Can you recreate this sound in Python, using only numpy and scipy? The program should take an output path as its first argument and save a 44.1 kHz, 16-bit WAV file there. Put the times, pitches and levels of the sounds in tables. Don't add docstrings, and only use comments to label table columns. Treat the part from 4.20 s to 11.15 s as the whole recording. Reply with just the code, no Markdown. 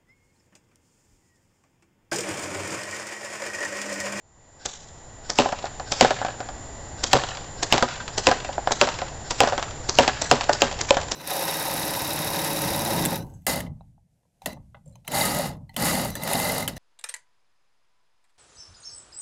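import sys
import numpy as np
from scipy import signal
from scipy.fft import rfft, irfft, next_fast_len
from scipy.io import wavfile
from scipy.ndimage import uniform_filter1d

SR = 44100
rng = np.random.default_rng(int(sys.argv[2]) if len(sys.argv) > 2 else 0)


def master_out(mix):
    frames = np.transpose(np.atleast_2d(mix))
    ceiling = np.clip(frames, -1, 1)
    pcm = np.round(ceiling * 32767).astype(np.int16)
    wavfile.write(sys.argv[1], SR, pcm)


N = 306495


def amp(db):
    return 10 ** (np.asarray(db) / 20)


def unit(x):
    return x / np.sqrt(np.mean(x ** 2) + 1e-20)


def along(points, hz):
    point_hz, values = np.transpose(points)
    return np.interp(np.log(hz + 1), np.log(point_hz + 1), values)


def clock():
    return np.arange(SR // 2) / SR


def dying(t, t60):
    return (t >= 0) * np.exp(-np.log(1000) * np.abs(t) / t60)


def noise(spectrum, size):
    hz = np.fft.rfftfreq(size, 1 / SR)
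    white = rng.standard_normal(size)
    return unit(irfft(rfft(white) * amp(along(spectrum, hz)), size))


def leveled(x, seconds):
    start = x[:max(8, int(seconds * SR))]
    return x / np.sqrt(np.mean(start ** 2) + 1e-20)


def add(track, s, sound):
    part = track[max(0, round(s * SR)):][:len(sound)]
    part += sound[:len(part)]


def lowpass(x, hz, order):
    size = next_fast_len(N + 8192)
    bins_hz = np.fft.rfftfreq(size, 1 / SR)
    return irfft(rfft(x, size) / np.sqrt(1 + (bins_hz / hz) ** (2 * order)), size)[:N]


def crumple(spectrum, t60, spiky_db):
    t = clock()
    wander = unit(uniform_filter1d(rng.standard_normal(len(t)), size=90))
    return amp(spiky_db * wander) * noise(spectrum, len(t)) * dying(t, t60)


# (frequency [Hz], time to fall 60 dB [s])
HALL_DECAY = [(100, 0.13), (700, 0.32), (2000, 0.75), (5000, 0.87), (8000, 0.7)]


def room(x, gap, build, echoes):
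    out, hop = np.zeros(N), SR // 3
    padded = np.pad(x, (hop, 2 * hop))
    for start in range(0, N + hop, hop):
        hz, t, z = signal.stft(rng.standard_normal(SR // 2), SR, nperseg=256)
        rise = 1 - np.exp(-np.maximum(t - gap, 0) / build)
        diffuse = rise * dying(t, along(HALL_DECAY, hz)[:, None])
        slaps = sum(amp(db) * dying(t - s, 0.045) for s, db in echoes)
        slaps = slaps * amp(along([(300, -18), (1500, 6.5), (7000, -2.5)], hz))[:, None]
        tail = signal.istft(z * np.hypot(diffuse, slaps), SR, nperseg=256)[1]
        clumps = unit(uniform_filter1d(rng.standard_normal(len(tail)), size=260))
        tail = tail * amp(4.6 * clumps)
        piece = padded[start:start + 2 * hop] * np.hanning(2 * hop)
        wet = signal.fftconvolve(piece, tail / np.linalg.norm(tail))
        add(out, (start - hop) / SR, wet[max(0, hop - start):])
    return out


# (frequency [Hz], level [dB], time to fall 60 dB [s])
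BOX_MODES = [(133.4, -21, 0.2), (244.6, -14, 0.14), (317, -3, 0.033), (399.5, -10.5, 0.15),
             (484.4, -1, 0.051), (559.2, -0.5, 0.091), (599.5, -5, 0.063), (715.4, -1.5, 0.05),
             (768, 0, 0.052), (856, -8, 0.094), (987, -4, 0.068), (1195, -19.5, 0.12), (1552, -17, 0.15),
             (1834, -20, 0.16)]


def box(panel_hz, focus_db, reach_db, life):
    t = clock()[:SR // 4]
    hz, db, t60 = np.transpose(BOX_MODES)[:, :, None]
    size, detune, phase = rng.standard_normal((3, len(BOX_MODES), 1))
    weight_db = 3 * size - np.minimum(focus_db * np.log2(hz / panel_hz) ** 2, reach_db)
    modes = np.sin(2 * np.pi * hz * (1 + .03 * detune) * t + 2 * phase)
    ring = np.sum(amp(db + weight_db) * dying(t, t60 * life) * modes, axis=0)
    return ring * (1 - np.exp(-t / 0.00099))


# (frequency [Hz], relative level [dB])
HUM_COLOUR = [(20, 0.5), (120, -0.5), (200, -11), (290, -10.5), (380, -11), (800, -9), (1300, -19.5),
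              (1900, -18.5), (2300, -26.5), (6900, -26.5), (7300, -14), (7600, -31)]
# (frequency [Hz], rms level [dB])
WHINE_TONES = [(1950, -60.5), (7012, -49), (7290, -53), (7356, -58.5)]
BACKGROUND_DB, SWELL_DB_PER_S = -40, 0.636


def background():
    t = np.arange(N) / SR
    whine = np.zeros(N)
    for hz, db in WHINE_TONES:
        drift = .004 * np.cumsum(rng.standard_normal(N))
        whine += amp(db) * np.sqrt(2) * np.sin(2 * np.pi * hz * t + drift)
    hum = noise(HUM_COLOUR, next_fast_len(N))[:N]
    return amp(BACKGROUND_DB + SWELL_DB_PER_S * t) * hum + whine


# (time [s], level [dB])
SHOTS = [(0.457, -12), (1.099, -16.5), (1.7202, -15.5), (2.8379, -16.5), (3.4295, -17), (3.9798, -16.5),
         (4.5198, -17.5), (5.109, -17), (5.692, -18.5), (6.0179, -18.5), (6.3307, -20), (6.611, -21),
         (6.9165, -19.5)]
# (delay [s], level against the shot [dB])
SHOT_CLICKS = [(-.003, -7.5), (0, 4.5), (.0032, 9), (.0085, -4)]
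# (frequency [Hz], relative level [dB])
CLACK_COLOUR = [(60, -21), (200, -25), (700, 2.5), (1200, -3), (1850, -1), (2400, -8), (4000, 2), (5600, 3),
                (7500, -2.5)]


def rifle():
    out, t = np.zeros(N), clock()
    lead = .07
    u = t - lead
    for s, db in SHOTS:
        for delay, click_db in SHOT_CLICKS:
            click = leveled(noise(CLACK_COLOUR, len(t)) * dying(t, 0.0038), 0.0009)
            add(out, s + delay, amp(db + click_db) * click)
        swell = np.where(u < 0, dying(-u, .035), dying(u, .09))
        rattle = .42 * swell * noise(CLACK_COLOUR, len(t))
        air = noise([(60, -6.5), (200, -9.5), (750, -4.0), (1400, -12), (4000, -34.5)], len(t))
        puff = amp(-7.0) * dying(u + 0.0015, 0.095) * air
        winding = np.sin(np.pi * np.minimum(t / lead, 1))
        gears = noise([(1200, -28.5), (1550, -3.5), (1900, -26), (5000, -11.5), (5450, -9), (5900, -20.5)], len(t))
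        add(out, s - lead, amp(db) * (rattle + puff + amp(-26) * winding * gears))
    return out


# (time [s], box thump level [dB], crunch level of torn board [dB], panel pitch [Hz])
HITS = [(1.187, -13, -20.5, 690), (1.81, -14.5, -19, 575), (2.9318, -15, -20, 670), (3.525, -22, -22, 616),
        (4.0695, -15, -22.5, 540), (4.6134, -16.5, -23, 613), (5.2044, -14.5, -24.5, 680),
        (5.7869, -12, -22, 820), (6.1133, -14, -22.5, 550), (6.4197, -16, -26, 610),
        (6.7068, -13, -34, 556)]
# (frequency [Hz], relative level [dB])
TICK_COLOUR = [(200, -27.5), (800, 7), (1800, -2.5), (3000, 1), (5000, -2.5), (7500, -8.5)]


def skitter():
    out, t = np.zeros(N), clock()[:SR // 4]
    for s, *_ in HITS:
        for when, size in rng.random(size=(6, 2)):
            delay = 0.027 + .3 * when
            tick = leveled(noise(TICK_COLOUR, len(t)) * dying(t, 0.037), 0.023)
            knock = leveled(box(780, focus_db=9, reach_db=14.0, life=1.0), 0.011)
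            level_db = -27.5 - 11.3 * size - 36.3 * delay
            add(out, s + delay, amp(level_db) * (tick + 0.69 * knock))
    return out


# (time [s], knock level [dB], tick level [dB])
BOUNCES = [(1.259, -15.5, -46), (1.2893, -29, -34), (1.3264, -21, -34), (1.4415, -25, -43),
           (1.4554, -31.5, -33), (1.5981, -26.5, -35.5), (1.8475, -14.5, -26), (1.9073, -18.5, -24.5),
           (2.0155, -23.5, -36), (2.0488, -23, -31.5), (2.084, -27.5, -38.5), (2.2043, -30, -36),
           (2.2882, -33, -39.5), (3.0371, -32, -29), (3.1715, -42, -34), (3.5795, -23, -22),
           (3.6254, -12.5, -20.5), (3.879, -39, -31), (4.114, -16, -21), (4.2902, -27, -54),
           (4.381, -21.5, -51), (4.4735, -18, -28), (4.5086, -21, -32), (4.6731, -23, -38),
           (4.6885, -31, -26), (4.8175, -24, -34), (5.2359, -15, -28), (5.274, -20.5, -27),
           (5.3239, -23.5, -35), (5.3318, -21, -38), (5.3789, -23.5, -28), (5.4268, -46, -25),
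           (5.8785, -17.5, -19), (5.8887, -22.5, -30), (6.2095, -30, -22.5), (6.294, -12.5, -25.5),
           (6.7688, -19.5, -25.5)]
# (frequency [Hz], relative level [dB])
FLUTTER_COLOUR = [(100, -15.5), (400, -6.5), (700, 7), (1000, 1.5), (1700, 1.5), (2500, -22), (7000, -38)]
WALL_HZ, MEDIUM_KNOCK_DB, WALL_SAG_HZ_PER_DB, WALL_SCATTER_HZ = 743, -24, 3, 25
SLAP_RATIO, SLAP_DB, SLAP_T60_S = 1.925, -5, 0.0098


def bounces():
    out, t = np.zeros(N), clock()[:SR // 4]
    for (s, knock_db, tick_db), spot in zip(BOUNCES, rng.standard_normal(len(BOUNCES))):
        sag_hz = WALL_SAG_HZ_PER_DB * (knock_db - MEDIUM_KNOCK_DB)
        panel_hz = WALL_HZ - sag_hz + WALL_SCATTER_HZ * spot
        dent = np.sin(2 * np.pi * panel_hz * t) * dying(t, .028)
        ring = box(panel_hz, focus_db=32.5, reach_db=max(0, -.8 * (knock_db + 10.5)), life=1.0)
        knock = leveled(0.76 * leveled(dent, 0.011) + leveled(ring, 0.017), 0.0098)
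        add(out, s, amp(knock_db) * knock)
        slap = np.sin(2 * np.pi * SLAP_RATIO * panel_hz * t) * dying(t, SLAP_T60_S)
        add(out, s, amp(knock_db + SLAP_DB) * leveled(slap, 0.0012))
        flutter = leveled(crumple(FLUTTER_COLOUR, t60=0.094, spiky_db=3.5), 0.018)
        add(out, s, amp((knock_db + tick_db) / 2 - 4) * flutter)
        tick = noise(TICK_COLOUR, len(t)) * (dying(t, 0.01) + 0.36 * dying(t, 0.09))
        add(out, s, amp(tick_db + 4.5) * leveled(tick, 0.0034))
    return out


# (frequency [Hz], relative level [dB])
CRUNCH_COLOUR = [(40, -10.5), (120, -5), (280, 2), (600, 7.5), (950, 5.5), (1300, 2.5), (2200, -4),
                 (2900, -1.5), (4500, -5.5), (7500, -9.5)]
ROCK_DB, ROCK_DELAY_S = 0.5, .014


def thumps():
    out = np.zeros(N)
    for s, thump_db, crunch_db, panel_hz in HITS:
        thump = leveled(box(panel_hz, focus_db=10, reach_db=3.5, life=1.45), .02)
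        add(out, s + .0004, amp(thump_db) * thump)
        rock = leveled(box(180, focus_db=5.5, reach_db=17, life=0.75), 0.023)
        add(out, s + ROCK_DELAY_S, amp(crunch_db + ROCK_DB) * rock)
        crunch = leveled(crumple(CRUNCH_COLOUR, t60=0.24, spiky_db=3.5), 0.1)
        add(out, s, amp(crunch_db) * crunch)
    return out


# (frequency [Hz], relative level [dB], time to fall 60 dB [s])
PAPER_MODES = [(926, -12, 0.018), (1796, -4, 0.0038), (2682, -2.5, 0.0082), (3040, -7, 0.0089),
               (3923, -8.5, 0.0074), (5110, -12.5, 0.011), (7160, -6, 0.0056)]
CRACK_DB = -4.5


def cracks():
    out, t = np.zeros(N), clock()
    for s, *_ in HITS:
        snap = np.zeros(len(t))
        shifts = 1 + .04 * rng.standard_normal(len(PAPER_MODES))
        for (hz, db, t60), shift in zip(PAPER_MODES, shifts):
            snap += amp(db) * dying(t, t60) * np.cos(2 * np.pi * hz * shift * t)
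        burst = 0.91 * dying(t, 0.0059) * rng.standard_normal(len(t))
        snap = (snap + burst) * (1 - np.exp(-t / 0.00059))
        add(out, s - .0002, amp(CRACK_DB) * leveled(snap, 0.00077))
        hiss = dying(t, 0.1) * noise([(500, -10.5), (1500, -2), (2800, -8.0), (7000, -5)], len(t))
        add(out, s - len(t) / SR, amp(-26) * hiss[::-1])
    return out


# (delay [s], level against the start of the hall's tail, before wall colour [dB])
RIFLE_ECHOES = [(.074, 8.5)]
# (delay [s], level against the start of the hall's tail, before wall colour [dB])
TARGET_ECHOES = [(.018, -14.5), (.053, 1), (.176, -2)]


def scene():
    gun, paper, board = rifle(), cracks(), thumps() + bounces() + skitter()
    far = gun + amp(-5) * room(gun, gap=0.0011, build=0.00074, echoes=RIFLE_ECHOES)
    spill = board + .35 * paper
    near = paper + board + amp(-10.5) * room(spill, gap=0.0062, build=0.013, echoes=TARGET_ECHOES)
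    return (far + near + background())[None]


BAND_HZ, TOP_HZ = 7820, 16500
FADE_FROM_DB, FADE_S = -23, 1.77


def record(dry):
    narrow = lowpass(dry[0], BAND_HZ, order=48)
    clipped = narrow / (1 + np.abs(narrow / 1.06) ** 16) ** (1 / 16)
    fade = np.interp(np.arange(N) / SR, [0, FADE_S], [amp(FADE_FROM_DB), 1])
    return lowpass(clipped * fade, TOP_HZ, order=60)[None]


dry = scene()
out = record(dry)
master_out(out)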